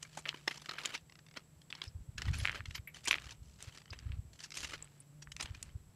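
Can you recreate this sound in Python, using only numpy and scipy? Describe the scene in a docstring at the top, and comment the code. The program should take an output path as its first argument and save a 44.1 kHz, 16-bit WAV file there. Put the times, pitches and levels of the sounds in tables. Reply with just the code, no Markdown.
"""Beside a railway, outdoors: slow steps on loose ballast, close to a hand-held microphone.
Stones slip, knock, grind and rock underfoot, noisy or impulsive forces driving damped resonances; brief
narrow-band rings, some very high, lie over them. Air buffets the microphone in short pressure swings
over a low, gusting rumble of filtered noise. Behind lie a distant engine, three wavering harmonics,
and a faint steady background of coloured noise: a low murmur with a little hiss."""
import sys
import numpy as np
from scipy import signal
from scipy.fft import rfft, irfft
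from scipy.io import wavfile
from scipy.ndimage import uniform_filter1d

SR = 44100
rng = np.random.default_rng(int(sys.argv[2]) if len(sys.argv) > 2 else 0)


def bounce(signal):
    """Save signal as a 16-bit WAV file at the path given by the first command-line argument."""
    frames = np.transpose(np.atleast_2d(signal))
    limited = np.clip(frames, -1, 1)
    pcm = np.round(limited * 32767).astype(np.int16)
    wavfile.write(sys.argv[1], SR, pcm)


N = 262395  # length in samples
TAPS = 2048  # length of one contact sound in samples
HZ = np.fft.rfftfreq(TAPS, 1 / SR) + 1  # the offset keeps the logarithm finite

# A stone slips over its neighbours. Each row: snap time in seconds, energy in dB, pitch in Hz,
# thud in dB re the ring, grit in dB re the ring, decay of the chatter in seconds.
SLIPS = [(0.0272, -17.5, 2800, -12, 3, 0.0034), (0.048, -28.5, 1820, -10, -11, 0.006),
         (0.1728, -15, 2970, 12, 6.5, 0.0039), (0.1866, -23, 3130, 4.5, 5.5, 0.0068),
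         (0.2851, -19, 2180, -29, -32, 0.0045), (0.3433, -20, 2500, 1, -19, 0.0027),
         (0.4772, -3, 1970, -7.5, -4.5, 0.0031), (0.5105, -14.5, 2360, -9.5, -17, 0.004),
         (0.5738, -23.5, 2350, 3.5, 10, 0.0031), (0.6171, -27.5, 4500, -6, -10, 0.0047),
         (0.6589, -22.5, 2340, -19, -7, .0021), (0.6927, -13.5, 1690, -14, 1.5, 0.0025),
         (0.7117, -18.5, 1770, -27, 1, 0.00081), (0.782, -14, 1900, -34, -14, 0.0064),
         (0.8517, -15, 2830, -25, -23, 0.00076), (0.8564, -8.5, 3130, -14.5, -6, 0.0021),
         (0.94, -13, 2700, -15, -11, 0.0096), (0.948, -12, 2200, -12, -5, 0.0056),
         (0.977, -27, 3410, -15, -19, 0.00099), (1.3704, -16, 2060, -4, -2.5, 0.0036),
         (1.617, -35.5, 3560, -25, -8, 0.0022), (1.703, -23, 3440, -8, -14, 0.0032),
         (1.7518, -23, 1860, -3, 7, 0.0016), (1.8175, -13, 1500, -8, 9.5, 0.0018),
         (1.838, -23, 3620, -8, -11, .0022), (2.1802, -14, 2290, -23, -4.5, 0.0042),
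         (2.219, -13.5, 2250, -11, -3, 0.0024), (2.2538, -23, 1970, -5, -4, 0.0031),
         (2.28, -17.5, 2280, -6.5, -16, 0.0068), (2.3337, -15, 2150, -26, -5.5, 0.0092),
         (2.399, -19, 2880, -41, -22, .0047), (2.449, -16, 2030, -13, -20, 0.00075),
         (2.556, -17, 1984, -8, -9, 0.003), (2.6563, -20.5, 2520, -16, -10, 0.0031),
         (2.7086, -23.5, 2400, -17, -12, .0026), (2.7493, -13, 2160, -22, -1, 0.0075),
         (2.7777, -24, 2310, -18, -16, 0.0037), (3.054, -21, 3500, -20, 16, .0032),
         (3.0748, -9, 2430, -11, -0.5, 0.0017), (3.0799, -4.5, 2830, -7, 1, 0.0053),
         (3.1072, -8.5, 2430, -6.5, -3, 0.01), (3.3077, -23.5, 2400, -18, 0, 0.003),
         (3.3208, -27, 3860, -8, -22.5, 0.0035), (3.626, -21.5, 3170, -5, 10, 0.00031),
         (3.7751, -27, 2166, -8, 4, 0.001), (3.928, -20, 2350, -2, -11, .0075),
         (3.9897, -27, 2240, -23, 5, 0.0012), (4.4032, -24, 2124, -31, 7, 0.0036),
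         (4.435, -18, 2400, -32, 6.5, 0.009), (4.506, -26.5, 2380, -26, 5, 0.00063),
         (4.5196, -21, 2180, -37, 2, 0.0029), (4.5714, -15, 3060, -19, -2, 0.0025),
         (4.6317, -18.5, 2710, -4.5, -8, 0.0038), (4.6445, -13.5, 2520, -10.5, -5.5, 0.0055),
         (4.7349, -15.5, 2120, -8, -8, 0.0073), (5.222, -24, 2430, -9, 3.5, 0.006),
         (5.3188, -20.5, 2730, -45, -2, 0.0024), (5.3655, -20, 2510, -30, 0.5, 0.00074),
         (5.3983, -14.5, 2200, -7.5, -6, 0.0079), (5.4084, -12.5, 2470, -10.5, 2, 0.0023),
         (5.425, -14.5, 3130, -11, -2, 0.0052), (5.4568, -20.5, 2700, -7, -14, 0.0035),
         (5.5467, -24.5, 2270, -10, -5.5, 0.0043), (5.6277, -17, 3200, -15, 7.5, 0.0015)]


def crunches():
    """Stick-slip friction: the big slips of each step."""
    out = np.zeros(N)
    for row in SLIPS:
        add(out, *slip(*row))
    return out


def slip(s, db, hz, thud_db, grit_db, decay, sharpness=0.92, tail_db=-27, tail_decay=0.023, crack_db=-23):
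    """Stick-slip: a contact creeps, snaps, then chatters; the shorter the slip, the stronger its snap."""
    snap, snap_fade_s, creep = 0.44, 0.003, 0.42  # creep is the build-up time in units of the decay
    overtone = 2.282  # the grit rings this many times above the stone's own pitch
    t = (np.arange(TAPS) - TAPS // 4) / SR
    chatter = rng.standard_normal(TAPS) * (rng.random(TAPS) < 0.3)
    after = np.maximum(t - decay / 2, 0)
    build = np.exp(np.minimum(t - decay / 2, 0) / (creep * decay))
    fall = np.exp(-after / decay) + gain_of(tail_db) * np.exp(-after / tail_decay)
    force = chatter * build * fall
    force /= np.linalg.norm(force)
    force += (t == 0) * 2 * snap * np.exp(-decay / snap_fade_s)
    body = stone(hz, sharpness, thud_db, grit_db, overtone * hz, crack_db, ripple_db=2.6)
    sound = signal.fftconvolve(colourless(force), body)
    return s + t[0], gain_of(db) * sound / np.linalg.norm(sound)


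def colourless(force, size=44):
    """Spectral whitening: chatter favours no pitch, so its broad spectrum is evened and its grain kept."""
    power = uniform_filter1d(abs(rfft(force)) ** 2, size=size)
    inverse = ring((power + power.mean() / 20) ** -0.5)
    force = signal.fftconvolve(force, inverse)[:TAPS]
    return force / np.linalg.norm(force)


# Spectra of the thud in the bed and the crack at the contact.
# Each row: frequency in Hz, relative level in dB per Hz.
THUD_SPECTRUM = [(60, -18.5), (300, -2.5), (520, -7), (1050, -4.5), (2000, -10.5), (6000, -42),
                 (12000, -85)]
CRACK_SPECTRUM = [(1000, -28), (6000, -7.5), (10500, 1), (13000, -5.5), (15500, -16)]


def stone(hz, sharpness, thud_db, grit_db, grit_hz, crack_db, ripple_db):
    """Power summation: a jolted stone's ring, a thud in the bed, bright grit and a fine contact crack."""
    body = damped(hz, sharpness)
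    thud = gain_of(thud_db) * read(THUD_SPECTRUM)
    grit = gain_of(grit_db) * damped(grit_hz, 1.86)
    crack = gain_of(crack_db) * read(CRACK_SPECTRUM)
    magnitude = np.sqrt(body ** 2 + thud ** 2 + grit ** 2 + crack ** 2)
    return ring(magnitude * facets(ripple_db))


def damped(hz, sharpness, contact=2.2, top_hz=13500):
    """Damped resonance: a broad spectral peak; the finite contact time cuts off what lies far above."""
    resonance = 1 + (sharpness * (HZ / hz - hz / HZ)) ** 2
    contact_loss = 1 + (HZ / hz / contact) ** 4
    top_loss = 1 + (HZ / top_hz) ** 8
    return evened(1 / (resonance * contact_loss * top_loss))


def facets(ripple_db):
    """Modal irregularity: each stone's own shape gives its own close-set spectral peaks and valleys."""
    bumps = uniform_filter1d(uniform_filter1d(rng.standard_normal(len(HZ)), size=20), size=14)
    return gain_of(ripple_db * evened(bumps - uniform_filter1d(bumps, size=60)))


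# One stone strikes another. Each row: strike time in seconds, energy in dB, pitch in Hz.
STRIKES = [(0.2552, -17, 2240), (0.2595, -16, 2080), (0.2914, -7.5, 3030), (0.3285, -26, 1490),
           (0.7902, -21, 3020), (1.7269, -15.5, 2560), (2.454, -3.5, 2040), (2.4745, -8.5, 2316),
           (2.484, -13.5, 1970), (2.4955, -8.5, 2010), (2.51, -21, 1820), (2.5283, -21, 1950),
           (2.6059, -19.5, 1740), (3.1108, 1, 2455), (3.1292, -6, 2360), (3.1422, -6.5, 2400),
           (3.1556, -16, 2150), (3.184, -18, 2320), (4.1198, -27.5, 2420), (4.875, -39, 2380),
           (5.273, -28.5, 1540)]


def knocks(sharpness=1.4, scatter_db=-13, scatter_decay=0.01, thud_db=-23):
    """Impulse response: single clean contacts, each trailed by its scatter off the stones around."""
    out, t = np.zeros(N), np.arange(TAPS) / SR
    for s, db, hz in STRIKES:
        force = rng.standard_normal(TAPS) * np.exp(-t / scatter_decay)
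        force *= gain_of(scatter_db) / np.linalg.norm(force)
        force[0] += 1  # the clean strike
        body = stone(hz, sharpness, thud_db, grit_db=-39.5, grit_hz=7000, crack_db=-35.5, ripple_db=1.5)
        knock = signal.fftconvolve(force, body)
        add(out, s, gain_of(db) * knock / np.linalg.norm(knock))
    return out


# Spectra of the ground pebbles and grit. Each row: frequency in Hz, relative level in dB per Hz.
PEBBLE_SPECTRUM = [(100, -18), (300, -2), (700, -5.5), (1300, -2), (2300, -2.5), (4000, -9.5),
                   (6000, -29.5), (12000, -33.5)]
GRIT_SPECTRUM = [(1000, -38.5), (3000, 5), (6500, 8), (8500, -1.5), (11000, -4.5), (13000, -21),
                 (15000, -24.5)]


def grinding(wash_db=-10, trim_db=-1, count=16):
    """Shot noise: hundreds of tiny slips a second, shared among many stones of different colour."""
    slips_per_s, spread_db, decay_s = 800, 6.5, 0.0013
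    pebble_load, grit_load = load()
    t = np.arange(TAPS) / SR
    sizes = gain_of(spread_db * np.minimum(rng.exponential(1, N), 3))
    slips = sizes * (rng.random(N) < slips_per_s / SR)
    which, bed = rng.integers(0, count, N), np.zeros(N)
    for k in range(count):
        burst = rng.standard_normal(TAPS) * np.exp(-t / decay_s)
        colour = ring(facets(ripple_db=4.5))
        grain = evened(signal.fftconvolve(burst, colour)[:TAPS])
        bed += signal.oaconvolve(slips * (which == k), grain)[:N]
    bed = evened(bed) + gain_of(wash_db) * rng.standard_normal(N)
    pebbles = pebble_load * shared(coloured(bed, PEBBLE_SPECTRUM))
    grit = grit_load * shared(coloured(bed, GRIT_SPECTRUM))
    return gain_of(trim_db) * (pebbles + grit)


def shared(x):
    """Load sharing: the slips of the moment divide the foot's load, so their joint power stays even."""
    return x / np.sqrt(uniform_filter1d(x ** 2, size=1500) + 1e-9)


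# A sole bears down and grinds the small stones. Each row: start in seconds,
# time from start to release in seconds, pebble load in dB, grit load in dB (loads before any trim).
SOLE_PRESSES = [(0.0, 0.48, -72, -72.5), (0.121, 0.073, -67, -64.5), (0.252, 0.037, -49.5, -82),
                (0.344, .04, -62, -71), (0.486, 0.074, -57.5, -60), (0.555, 0.16, -65, -69),
                (0.684, 0.073, -51, -71), (0.786, 0.16, -51, -62.5), (1.352, 0.02, -54, -72),
                (1.73, 0.072, -61.5, -79), (1.82, 0.04, -60.5, -69), (2.186, 0.12, -55.5, -66),
                (2.328, 0.14, -55, -54.5), (2.479, 0.074, -54, -72), (2.524, 0.051, -49.5, -66),
                (2.658, .11, -71.5, -70), (2.938, 0.034, -58, -57.5), (3.032, 0.059, -63, -56.5),
                (3.106, 0.059, -49, -62), (3.193, 0.12, -58.5, -65), (3.427, 0.18, -84, -72),
                (3.589, .10, -61, -64), (3.721, 0.069, -64.5, -64.5), (3.872, 0.28, -66.5, -92),
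                (4.329, 0.01, -68, -60), (4.386, 0.071, -62, -61), (4.538, .12, -55.5, -49.5),
                (4.686, 0.057, -51, -56.5), (4.773, 0.072, -62.5, -84), (4.87, 0.15, -77, -81.5),
                (5.399, 0.089, -59, -79), (5.49, 0.21, -68.5, -79.5)]


def load():
    """Envelope of a varying load: weight comes on quickly, holds, then the stones settle."""
    attack_s, release_s = 0.0058, 0.02
    t, power = np.arange(N) / SR, np.zeros((2, N))
    for s, hold, pebbles_db, grit_db in SOLE_PRESSES:
        attack = np.clip((t - s) / attack_s, 0, 1)
        release = np.exp(-np.maximum(t - s - hold, 0) / release_s)
        power += (gain_of([[pebbles_db], [grit_db]]) * attack * release) ** 2
    return np.sqrt(power)


def settling(gap_s=0.024, over_load_db=21, follow=0.8, spread_db=7.0, pitch_hz=2350, slip_s=0.002, count=300):
    """Load-driven stick-slip: smaller stones give way unevenly, harder when the sole presses harder."""
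    light_load_db = -60  # reference for the compressed load
    out, weight_db = np.zeros(N), 20 * np.log10(np.hypot(*load()) + 1e-9)
    draws = rng.uniform(-1.1, 1, (count, 5))
    for k, (place, size, pitch, grit, length) in enumerate(draws):
        s = (k + 1 + place / 2) * gap_s
        if s < N / SR and weight_db[int(s * SR)] > -90:  # silent without load
            load_db = light_load_db + follow * (weight_db[int(s * SR)] - light_load_db)
            db = load_db + over_load_db + spread_db * size
            hz = pitch_hz * np.exp(0.22 * pitch)
            add(out, *slip(s, db, hz, thud_db=-12, grit_db=-1.5 + 4 * grit, decay=slip_s * 2 ** length))
    return out


# A stone rocks to rest. Each row: time of the first tick in seconds,
# gap after the first tick in seconds, energy of the first tick in dB.
ROCKING_STONES = [(1.0969, 0.026, -33), (1.265, 0.021, -36), (3.753, .029, -34.5)]


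def rocking(count=4, rise_db=0.14):
    """Repeated impact: a freed stone tips edge to edge in slowing ticks of nearly equal strength."""
    out, slowing, tick_s = np.zeros(N), 1.16, 0.0019  # an exponent above one widens the gaps
    for s, gap, db in ROCKING_STONES:
        for k in range(count):
            tick = slip(s + k ** slowing * gap, db + k * rise_db, hz=2150, thud_db=-8, grit_db=-3, decay=tick_s)
            add(out, *tick)
    return out


# Brief narrow-band rings, some very high, over the stone sounds. Each row: start in seconds,
# energy in dB, pitch in Hz, 60 dB decay time of the driving noise in seconds.
NARROW_RINGS = [(0.856, -16.5, 6960, 0.024), (1.85, -33, 5270, 0.1), (1.878, -28, 5150, 0.04),
                (2.385, -23, 10440, 0.067), (2.755, -29.5, 11900, 0.1), (2.874, -19.5, 2246, 0.1),
                (2.874, -27.5, 11700, 0.065), (3.056, -17, 2355, 0.05), (3.111, -23, 11130, 0.05),
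                (3.905, -23, 4830, 0.024), (4.571, -19, 6500, 0.088), (4.825, -20, 7460, 0.011),
                (4.845, -31, 8000, 0.02), (5.003, -28, 9100, 0.026)]


def narrow_rings():
    """Forced resonance: one short-lived mode, started by an impulse and kept going by decaying noise."""
    noise_gain, ring_t60 = 0.3, 0.0055  # noise relative to the impulse; 60 dB decay time in s
    out, t = np.zeros(N), np.arange(2 * TAPS) / SR
    for s, db, hz, t60 in NARROW_RINGS:
        force = noise_gain * rng.standard_normal(len(t)) * np.exp(-np.log(1000) * t / t60)
        force[0] += 1
        envelope = np.exp(-np.log(1000) * t / ring_t60) * (1 - np.exp(-t * hz / 2))
        sound = signal.fftconvolve(force, np.sin(2 * np.pi * hz * t) * envelope)
        add(out, s, gain_of(db) * sound / np.linalg.norm(sound))
    return out


# Puffs of air on the microphone. Each row: centre time in seconds, amplitude in dB.
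PUFFS = [(1.572, -53), (1.88, -40), (1.96, -35), (2.093, -36.5), (2.286, -27), (2.309, -26.5), (2.428, -29),
         (2.607, -38.5), (2.688, -35.5), (2.799, -40), (3.267, -43), (3.423, -46.5), (3.681, -40),
         (3.921, -39.5), (4.07, -31), (4.105, -33.5), (4.136, -41), (4.194, -29.5), (5.512, -35.5),
         (5.76, -34)]
# Swells of air. Each row: time of the height in seconds,
# half width to 1/e of the power in seconds, level in dB before the rumble trim.
AIR_SWELLS = [(2.0, 0.065, -53), (2.34, .11, -38.5), (2.68, 0.099, -51.5), (3.31, 0.22, -55.5),
              (4.139, .1, -46), (4.71, .09, -54.5), (5.55, 0.23, -54.5)]


def wind(puff_hz=90, cycles=0.45, lumps_db=3, rumble_db=-3, eddy_db=1, eddy_spread_db=3,
         eddy_gap_s=0.056, count=120):
    """Turbulent pressure: swings with no net push over a low rumble; small ones follow the gusts' level."""
    calm_db = -70.5  # air between gusts, before the rumble trim
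    t, now = np.arange(-TAPS, TAPS) / SR, np.arange(N) / SR
    rumble_spectrum = [(20, -17.5), (65, 8.5), (120, -3), (220, -24), (500, -37.0), (2000, -84)]  # Hz, dB per Hz
    rumble = coloured(rng.standard_normal(N), rumble_spectrum)
    power = gain_of(calm_db) ** 2
    for s, width, db in AIR_SWELLS:
        power = power + gain_of(db) ** 2 * np.exp(-((now - s) / width) ** 2)
    lumpy = evened(rumble * gain_of(lumps_db * wander(rate_hz=180)))
    out = gain_of(rumble_db) * np.sqrt(power) * lumpy
    place, size = rng.uniform(-1, 1, (count, 2)).T
    times = (np.arange(count) + 1 + place / 2) * eddy_gap_s
    levels = 10 * np.log10(np.interp(times, now, power)) + eddy_db + eddy_spread_db * size
    balance = np.exp(-2 * (np.pi * cycles) ** 2)  # cancels the net push
    for s, db in list(PUFFS) + list(zip(times, levels)):
        turns = puff_hz * t * np.exp(0.1 * rng.standard_normal())
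        swing = (np.cos(2 * np.pi * turns) - balance) * np.exp(-0.5 * (turns / cycles) ** 2)
        add(out, s + t[0], gain_of(db) * swing)
    return out


# Distant engine. Each row: time in seconds, mean pitch in Hz, level in dB.
ENGINE_DRONE = [(0, 158.9, -65), (.35, 148, -63), (.8, 153, -69.5), (1.5, 155.2, -69), (3, 151.1, -69.5),
                (4.5, 153.5, -71.5), (4.95, 143.9, -64), (5.2, 147.3, -57), (5.4, 143.7, -66),
                (5.95, 143.9, -73)]


def engine(waver=0.02, second_db=-21, fourth_db=-24):
    """Harmonic series: a far engine's first, second and fourth orders waver in the open air."""
    hz, db = curves(ENGINE_DRONE)
    angle = 2 * np.pi * np.cumsum(hz * (1 + waver * wander(rate_hz=29))) / SR
    second = gain_of(second_db) * np.sin(2 * angle)
    fourth = gain_of(fourth_db) * np.sin(4 * angle)
    return gain_of(db) * evened(np.sin(angle) + second + fourth)


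# Spectrum of the steady background. Each row: frequency in Hz, relative level in dB per Hz.
BACKGROUND_SPECTRUM = [(20, -27), (70, -10), (140, 3.5), (250, -10), (500, -15), (1200, -21.5), (4000, -27),
                       (7100, -27.5), (7800, -13), (8400, -30), (13000, -30), (15500, -42)]


def background(level_db=-66):
    """Stationary coloured noise: a low murmur near 140 Hz with a little hiss near 7.8 kHz."""
    return gain_of(level_db) * coloured(rng.standard_normal(N), BACKGROUND_SPECTRUM)


def gain_of(db):
    """Logarithmic level: decibels to amplitude."""
    return 10 ** (np.asarray(db) / 20)


def evened(x):
    """Normalisation: scales to an rms of one."""
    return x / np.sqrt(np.mean(x ** 2) + 1e-20)


def read(points, hz=HZ):
    """Spectral envelope: amplitudes interpolated on a log-frequency axis, with an rms of one."""
    f, db = np.transpose(points)
    return evened(gain_of(np.interp(np.log(hz), np.log(f), db)))


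def curves(rows):
    """Linear interpolation: each column of a time table, at every sample."""
    s, *columns = np.transpose(rows)
    return [np.interp(np.arange(N) / SR, s, c) for c in columns]


def add(mix, s, sound):
    """Superposition: adds a sound into the mix at a time in seconds."""
    part = mix[max(round(s * SR), 0):][:len(sound)]
    part += sound[:len(part)]


def coloured(x, points):
    """Linear filtering: weights a long signal by a spectrum table."""
    return evened(irfft(rfft(x) * read(points, np.fft.rfftfreq(N, 1 / SR) + 1), N))


def wander(rate_hz):
    """Band-limited noise: slow random motion with an rms of one."""
    slow = np.fft.rfftfreq(N, 1 / SR) < rate_hz
    return evened(irfft(rfft(rng.standard_normal(N)) * slow, N))


def ring(gain):
    """Minimum phase: the causal impulse response of a magnitude spectrum."""
    both_sides = np.r_[gain, gain[-2:0:-1]]
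    log_gain = np.log(np.maximum(both_sides, gain.max() * 1e-5))
    return irfft(np.exp(np.conj(signal.hilbert(log_gain)))[:len(gain)])


def scene():
    """Superposition: stones underfoot, narrow rings, wind and the far surroundings."""
    stones = crunches() + knocks() + grinding() + settling() + rocking()
    return (stones + narrow_rings() + wind() + engine() + background())[None]


def record(dry):
    """Band limitation: the recorder's linear-phase low-pass at 15750 Hz."""
    low_pass = signal.firwin(511, 15750, window=("kaiser", 9), fs=SR)
    return signal.oaconvolve(dry, low_pass[None], "same")


dry = scene()
out = record(dry)
bounce(out)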